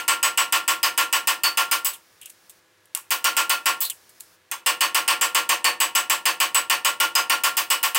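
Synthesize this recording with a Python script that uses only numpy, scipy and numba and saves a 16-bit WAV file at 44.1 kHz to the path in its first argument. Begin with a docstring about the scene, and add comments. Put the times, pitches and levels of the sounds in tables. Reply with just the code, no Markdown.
"""A slow air hammer drives a chisel into a steel shaft clamped in a vise, about seven blows a second in three bursts.
Each blow is an impact: cracking noise, beating modes of vise and chisel, knocking echoes and a small hard room's tail.
Air hisses from the start over faint room noise and hum. After the first two bursts stick-slip squeals and light
ticks of steel follow; a clack over a weak blow leads into the second and third bursts. A limiter flattens the peaks.
"""
import sys
import numpy as np
from scipy import signal
from scipy.fft import rfft, irfft, next_fast_len
from scipy.io import wavfile
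from scipy.ndimage import uniform_filter1d, minimum_filter1d
from numba import njit

SR = 44100
rng = np.random.default_rng(int(sys.argv[2]) if len(sys.argv) > 2 else 0)


def master_out(mix):
    """Clip the mix to full scale and print it as 16-bit PCM to the path in sys.argv[1]."""
    frames = np.transpose(np.atleast_2d(mix))
    ceiling = np.clip(frames, -1, 1)
    pcm = np.round(ceiling * 32767).astype(np.int16)
    wavfile.write(sys.argv[1], SR, pcm)


N = 351918

RING = 16384  # length of one blow's sound [samples]
AGE = np.arange(RING) / SR  # time since the blow [s]
# modes whose strength varies most from blow to blow: vise, then two of the chisel: frequency [Hz]
SWAY_HZ = (1395, 4486, 7943)


def undb(db):
    """Amplitude ratio: 20 dB is a factor of ten."""
    return 10 ** (np.asarray(db) / 20)


def over_hz(size, hz, values):
    """Logarithmic frequency scale: values joined by straight lines on it, at the bins of a transform."""
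    bins_hz = np.arange(size // 2 + 1) * SR / size
    return np.interp(np.log(bins_hz + 1), np.log(hz), values)


def colour(x, points):
    """Minimum-phase filter: folding the cepstrum makes a (frequency [Hz], level [dB]) spectrum causal."""
    size = x.shape[-1]
    log_gain = np.log(undb(over_hz(size, *np.transpose(points))))
    cepstrum = irfft(log_gain, size)
    cepstrum[1:size // 2] *= 2
    cepstrum[size // 2 + 1:] = 0
    response = np.exp(rfft(cepstrum))
    return irfft(rfft(x) * response, size)


def fade(t60):
    """Exponential damping: the amplitude falls by 60 dB in t60 [s]."""
    return np.exp(-np.log(1000) * AGE / t60)


def add(out, s, sound):
    """Superposition: mix a sound in at time s [s], cut at both ends of the scene."""
    start = int(s * SR)
    first, last = max(start, 0), min(start + sound.shape[-1], N)
    out[..., first:last] += sound[..., first - start:last - start]


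def wander(count, step_s):
    """Low-pass random motion: noise averaged twice over step_s, in rows with an overall spread of 1."""
    size = max(int(step_s * SR), 2)
    rows = rng.standard_normal((count, RING))
    for _ in range(2):
        rows = uniform_filter1d(rows, size, mode="wrap")
    return (rows / rows.std()).astype(np.float32)


def stereo(mid, other):
    """Decorrelated reflections: two close microphones share the mid and hear the side with opposite sign."""
    # side against mid, least in the bass: (frequency [Hz], level [dB])
    apart = [(60, -41), (130, -27), (300, -41), (600, -28), (950, -26), (1400, -18), (3200, -17),
             (5800, -25), (8000, -24), (15000, -25)]
    side = colour(other, apart)
    return np.array([mid + side, mid - side])


def crack(count, t60=0.051):
    """Broadband impact: steel on steel excites a decaying noise, one row for each blow."""
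    # spectrum of the direct crack: (frequency [Hz], relative level [dB])
    spectrum = [(100, -28.5), (700, -25), (1500, -20), (2600, 3), (5000, -25.5), (8000, -0.5), (10500, -6),
                (15500, -2)]
    return colour(rng.standard_normal((count, RING)) * fade(t60), spectrum)


def ring(modes, sway_db, scatter_db, beat_s, change, build_s, direct_db, beat_rad=1.0, beat_db=3, direct_t60=0.046):
    """Modal superposition: struck modes beat against their reflections, partly anew on each blow (row)."""
    # damping of the clamped steel: (frequency [Hz], t60 [s])
    damping = [(300, .35), (1400, .29), (2000, .25), (4500, .18), (8000, .15), (12000, .15)]
    count, out = len(sway_db), 0
    beats, change = wander(count, beat_s), float(np.clip(change, 0, 1))

    def beating():
        common = beats[rng.integers(count)]
        fresh = beats[rng.permutation(count)]
        return (1 - change) ** .5 * common + change ** .5 * fresh

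    for hz, db in modes:
        # modes within 2.5 % of SWAY_HZ take each blow's own level
        blow_db = sway_db @ (np.abs(hz / np.array(SWAY_HZ) - 1) < .025)
        strength = undb(db + blow_db + scatter_db * rng.standard_normal(count)).astype(np.float32)
        turn, swell = beating(), beating()
        phase = (2 * np.pi * (hz * AGE + rng.random())).astype(np.float32)
        tone = np.sin(phase + float(beat_rad) * turn)
        wave = tone * np.exp(float(np.log(undb(beat_db))) * swell)
        # a quick ring heard directly, then a longer one carried by the room
        direct = undb(direct_db) * fade(direct_t60)
        carried = fade(np.interp(hz, *np.transpose(damping)))
        out = out + strength[:, None] * wave * (direct + carried).astype(np.float32)
    return out * (1 - np.exp(-AGE / build_s))


def workshop(count, build_s=0.0091):
    """Diffuse reverberation: paths stay the same, a share of the field changes with each blow's contact."""
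    # dense ring of steel and workshop:
    # (frequency [Hz], relative level [dB], t60 [s], share of power that changes from blow to blow [0 to 1])
    bands = [(40, -36.5, .5, 0.55), (113, -35.5, 0.4, 0.19), (198, -30, 0.46, .1), (320, -23, 0.49, 0.2),
             (583, -20, 0.26, 0.038), (1010, -1.5, 0.2, 0.083), (1510, -1, 0.18, 0.48),
             (3030, -0.5, 0.2, 0.3), (3400, -8, 0.2, 0.29), (6900, -11, 0.17, 0.93),
             (8600, -14, 0.23, 0.85), (10300, -14, 0.18, 0.25), (15500, -7.5, 0.16, 0.43)]
    hz, db, t60, change = np.transpose(bands)
    share = np.clip(over_hz(RING, hz, change), 0, 1)
    paths = rfft(rng.standard_normal(RING))
    contact = rfft(rng.standard_normal((count, RING)))
    field = np.sqrt(1 - share) * paths + np.sqrt(share) * contact
    field = field * undb(over_hz(RING, hz, db))
    # overlapping triangular bands, each with its own decay
    tails = sum(irfft(field * over_hz(RING, hz, band)) * fade(t) for band, t in zip(np.eye(len(hz)), t60))
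    return tails * (1 - np.exp(-AGE / build_s))


def returns():
    """Early reflections: bench and corners narrow each echo to a hollow knock."""
    # echoes from bench and walls: (delay [s], frequency [Hz], Gaussian length [s], relative level [dB])
    echoes = [(0.024, 1132, .005, -16), (0.03, 940, .005, -19), (0.04, 1102, 0.0037, -15.5),
              (0.057, 570, .012, -38)]
    out = 0
    for s, hz, length, db in echoes:
        swell = np.exp(-((AGE - s) / length) ** 2)
        out = out + undb(db) * swell * np.sin(2 * np.pi * (hz * AGE + rng.random()))
    return out


def struck(sway_db, crack_db=-4, tail_db=0, vise_db=-2.0, chisel_db=-4):
    """Impact response: crack, ringing steel and room of every blow add up, one row each."""
    # modes of vise, shaft and bench: (frequency [Hz], relative level [dB])
    vise_modes = [(268, -48), (338, -38), (495, -35), (595, -35.5), (734, -32.5), (872, -28.5),
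                  (931, -24.5), (1020, -29.5), (1057, -42), (1092, -24), (1149, -52), (1170, -26.5),
                  (1238, -40), (1386, -19.5), (1402, -24), (1671, -30), (1717, -27.5), (1816, -23.5),
                  (1897, -34), (2021, -28.5), (2174, -41), (2293, -29), (2438, -24.5), (2575, -21.5),
                  (2618, -24.5), (2765, -44), (2812, -23.5), (2943, -19), (3003, -33), (3326, -44)]
    # modes of chisel and hammer barrel: (frequency [Hz], relative level [dB])
    chisel_modes = [(3426, -24), (4390, -34.5), (4486, -29), (4790, -28), (5001, -23), (5154, -25.5),
                    (5647, -24.5), (6376, -20.5), (6750, -26.5), (7396, -19.5), (7520, -35.5),
                    (7943, -20.5), (8365, -21.5), (8478, -20), (8548, -29.5), (8669, -19.5), (9299, -26),
                    (9385, -21.5), (11038, -22), (12005, -22.5)]
    count = len(sway_db)
    vise = ring(vise_modes, sway_db, scatter_db=1.97, beat_s=0.027, change=0.08, build_s=0.01, direct_db=7.5)
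    chisel = ring(chisel_modes, sway_db, scatter_db=3.5, beat_s=0.01, change=0.19, build_s=0.0034,
                  direct_db=-15)
    steel = undb(vise_db) * vise + undb(chisel_db) * chisel
    return undb(crack_db) * crack(count) + undb(tail_db) * workshop(count) + steel


def hammer(scatter_db=0.5):
    """Force transfer at a contact: piston hits chisel; held loosely, it sounds weak, thin and bright."""
    # blows: (time [s], force [dB], bite: -1 rings the highest mode of SWAY_HZ, +1 the middle one)
    blows = [(-0.068, 0.5, 0.43), (0.0796, 1, 0.075), (0.2288, 0, -0.47), (0.3747, 1, -0.97),
             (0.5242, 1, 0.19), (0.6785, -0.5, -0.85), (0.8299, 0, 0.62), (0.9766, 0.5, -0.12),
             (1.1267, -0.5, 0.0046), (1.2725, -1, 0.23), (1.435, -2, 0.88), (1.5728, 0, -0.15),
             (1.7123, -2.5, 0.22), (1.847, -12, -1.56), (3.1057, -5, .2), (3.2427, 0, 0.49),
             (3.3666, 0, -0.21), (3.495, -1.5, 0.72), (3.6572, 0.5, -0.29), (3.8053, -18, -0.3),
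             (4.6612, 0.5, .3), (4.8073, 1, 0.71), (4.9461, 0.5, -0.2), (5.0783, 2.5, 0.39),
             (5.2115, -0.5, -0.086), (5.3474, 1.5, 0.17), (5.491, 2, 0.51), (5.6433, 3, 1),
             (5.802, -0.5, -1.1), (5.9508, 0, -0.93), (6.0977, -0.5, -1), (6.255, 0.5, 0.24),
             (6.401, 0.5, 0.17), (6.5456, 0, -0.86), (6.6981, 1, .5), (6.8474, 0.5, -0.33),
             (7.0008, 0.5, -.1), (7.1521, 1.5, -0.015), (7.2971, 1.5, 0.43), (7.4363, -1, 0.14),
             (7.5687, -4, 0.12), (7.7016, -2, 0.22), (7.829, -3, -.3), (7.947, -2.5, 0.032)]
    # a loose chisel passes less force to the shaft but chatters as brightly as ever:
    # (frequency [Hz], level at full force [dB], gain per force lost [dB/dB])
    contact_colour = [(2510, -1, 0), (4500, 1.34, 0.48), (8650, -0.2, .5), (12000, -0.5, 1.16)]
    # ring of the vise near 1.4 kHz as the cut advances: (time [s], relative level [dB])
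    vise_ring = [(0, 2), (1.7, 3.5), (3.65, 4.5), (4.8, -2.5), (5.3, -1.5), (5.7, -15), (5.95, 1),
                 (6.35, -4.5), (7.05, 3.5), (7.95, 0.5)]
    vise_coupling = 0.45  # a weak blow rings those modes even less than it knocks [dB/dB]
    # the two chisel modes that trade with the bite: level at bite 0 [dB], change per unit of bite [dB]
    middle_db, middle_bite_db = 1, 15.5
    highest_db, highest_bite_db = 4, -8

    times, forces, bite = np.transpose(blows)
    vise_sway = np.interp(times, *np.transpose(vise_ring)) + vise_coupling * forces
    middle_sway = middle_db + middle_bite_db * bite
    highest_sway = highest_db + highest_bite_db * bite
    sway_db = np.transpose([vise_sway, middle_sway, highest_sway])
    sway_db = sway_db + scatter_db * rng.standard_normal(sway_db.shape)
    sounds = stereo(struck(sway_db) + returns(), struck(sway_db))
    out = np.zeros((2, N))
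    for k, (s, force_db) in enumerate(zip(times, forces)):
        contact = [(hz, db - loose * force_db) for hz, db, loose in contact_colour]
        add(out, s, undb(force_db) * colour(sounds[:, k], contact))
    return out


def air(spectrum, spread_db):
    """Stationary noise: the nearer its source, the more alike the two channels."""
    near, other = colour(rng.standard_normal((2, next_fast_len(N))), spectrum)
    return stereo(near, undb(spread_db) * other)[:, :N]


def leak(t):
    """Turbulent jet noise: air hisses as the trigger opens the valve and dies away when it shuts."""
    # spectrum of the escaping air: (frequency [Hz], relative level [dB])
    spectrum = [(300, 5.3), (1500, 8.1), (3000, 1.5), (5300, 8.7), (8000, 1.9), (9800, 4.5), (12000, 0.39),
                (16000, 3.5)]
    # while the trigger is half pressed: (from [s], until [s], relative level [dB])
    openings = [(0, 2.59, -65), (3.0, 4.35, -62)]
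    attack_s, t60_s, shut_db = 0.22, 0.11, -83.5
    flow = undb(shut_db)  # a trace of air always escapes
    for start, end, db in openings:
        opening = np.clip((t - start) / attack_s, 0, 1)
        closing = np.exp(-np.log(1000) * np.maximum(t - end, 0) / t60_s)
        flow = flow + undb(db) * opening * closing
    return air(spectrum, spread_db=-5.5) * flow


def room():
    """Diffuse background: coloured noise, nearly alike in both channels, a little wider than the air's hiss."""
    # spectrum of the room: (frequency [Hz], level [dB])
    spectrum = [(25, -67.5), (60, -71), (100, -47.5), (135, -60.5), (172, -51.5), (245, -63), (350, -49.5),
                (520, -58.5), (700, -58), (950, -54.5), (1700, -53.5), (3000, -57.5), (8000, -65),
                (16000, -71)]
    return air(spectrum, spread_db=2.5)


def hum(t):
    """Steady tonal radiation: faint sines of workshop machinery, alike in both channels."""
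    # machine tones: (frequency [Hz], level [dB])
    tones = [(104, -92), (328, -77), (511, -72), (619, -76.5), (1685, -71)]
    return sum(undb(db) * np.sin(2 * np.pi * hz * t) for hz, db in tones)


def skids(rough_rad=1.66, rough_s=0.0012, third_db=-6):
    """Stick-slip friction: the sliding edge squeals in a rough gliding tone and its third harmonic."""
    # the edge slides off the shaft: (time [s], length [s], start [Hz], end [Hz], relative level [dB])
    slides = [(1.925, 0.04, 4000, 2610, -41.5), (2.21, 0.035, 3100, 2870, -43.5),
              (2.236, 0.054, 3050, 2760, -46.5), (3.813, 0.08, 4050, 4140, -29.5),
              (3.89, 0.04, 3700, 2640, -35)]
    out = np.zeros((2, N))
    for s, length, start_hz, end_hz, db in slides:
        progress = np.clip(AGE / length, 0, 1)
        glide_hz = start_hz + (end_hz - start_hz) * progress
        phase = 2 * np.pi * np.cumsum(glide_hz) / SR + rough_rad * wander(2, rough_s)
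        tone = np.sin(phase) + undb(third_db) * np.sin(3 * phase)
        swell = np.sin(np.pi * progress)
        add(out, s, undb(db) * stereo(*(tone * swell)))
    return out


def tick(t60, room_db, room_t60=0.19):
    """Light impact: a short bright noise of steel with a faint room tail."""
    # colour of a light touch: (frequency [Hz], relative level [dB])
    touch_colour = [(200, -18), (1800, -2), (2900, 14.5), (5500, 4), (8000, 12), (10000, 9), (12500, 7.5),
                    (16000, 2)]
    # contact of a light tap: (frequency [Hz], relative level [dB])
    tap_contact = [(2200, -1), (2900, -7.5), (3800, -5), (9000, 4.5)]
    direct, tail = rng.standard_normal((2, 2, RING))
    sound = stereo(*(direct * fade(t60) + undb(room_db) * tail * fade(room_t60)))
    return colour(colour(sound, touch_colour), tap_contact)


def touches(room_db=-17):
    """Rebound and contact damping: light taps of steel on steel after the first two bursts."""
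    # the piston rebounds; the chisel slips off and is set down again:
    # (time [s], relative level [dB], contact t60 [s])
    taps = [(1.934, -44, 0.13), (2.214, -50, .06), (2.231, -52, .03), (2.258, -38, 0.024),
            (2.297, -49, .024), (2.301, -46, .029), (2.496, -48.5, 0.072), (2.856, -58, 0.014),
            (2.9742, -31, 0.0081), (3.851, -31, 0.047), (3.899, -29.5, 0.032), (3.903, -33, 0.036),
            (4.093, -55.5, .06), (4.201, -51, .04), (4.206, -37, 0.019)]
    out = np.zeros((2, N))
    for s, db, t60 in taps:
        add(out, s, undb(db) * tick(t60, room_db))
    return out


def half_strokes(clack_room_db=-24):
    """Partial momentum transfer: the piston clacks and barely nudges the chisel."""
    # ahead of the second and third bursts: (time [s], force [dB], relative clack level [dB])
    strokes = [(2.9493, -24, -16.5), (4.514, -15.5, -26)]
    clack_t60 = 0.015  # [s]
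    sway_db = np.zeros((len(strokes), len(SWAY_HZ)))
    sounds = stereo(struck(sway_db) + returns(), struck(sway_db))
    out = np.zeros((2, N))
    for k, (s, force_db, clack_db) in enumerate(strokes):
        clack = undb(clack_db) * tick(clack_t60, clack_room_db)
        add(out, s, undb(force_db) * sounds[:, k] + clack)
    return out


def scene():
    """Linear superposition: hammer, leaking air, room, hum, squeals, taps and half strokes."""
    t = np.arange(N) / SR
    steady = leak(t) + room() + hum(t)
    return hammer() + steady + skids() + touches() + half_strokes()


@njit
def follow(x, attack, release):
    """Asymmetric one-pole smoothing: the envelope rises fast and sinks slowly."""
    out, e = np.empty(len(x)), 0.
    for i in range(len(x)):
        e += (x[i] - e) * (attack if x[i] > e else release)
        out[i] = e
    return out


def limiter(x, ceiling_db=-8.5, attack_s=0.0001, release_s=0.011, knee=5, size=66):
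    """Gain control with a soft knee: the gain holds the envelope down and eases in just ahead of each peak."""
    attack, release = 1 - np.exp(-1 / (attack_s * SR)), 1 - np.exp(-1 / (release_s * SR))
    envelope = follow(np.abs(x).max(axis=0), attack, release)
    gain = (1 + (envelope / undb(ceiling_db)) ** knee) ** (-1 / knee)
    # windows in samples, centred so that the gain looks ahead
    return x * uniform_filter1d(minimum_filter1d(gain, 2 * size), size)


def record(dry):
    """Band limitation: the microphones' limiter tames the blows, then filters cut rumble and the very top."""
    top_hz = 15800
    rumble_cut = signal.butter(2, 48, "high", fs=SR, output="sos")
    top_cut = signal.ellip(10, .2, 80, top_hz, fs=SR, output="sos")
    limited = limiter(dry)
    return signal.sosfilt(top_cut, signal.sosfilt(rumble_cut, limited))


dry = scene()
out = record(dry)
master_out(out)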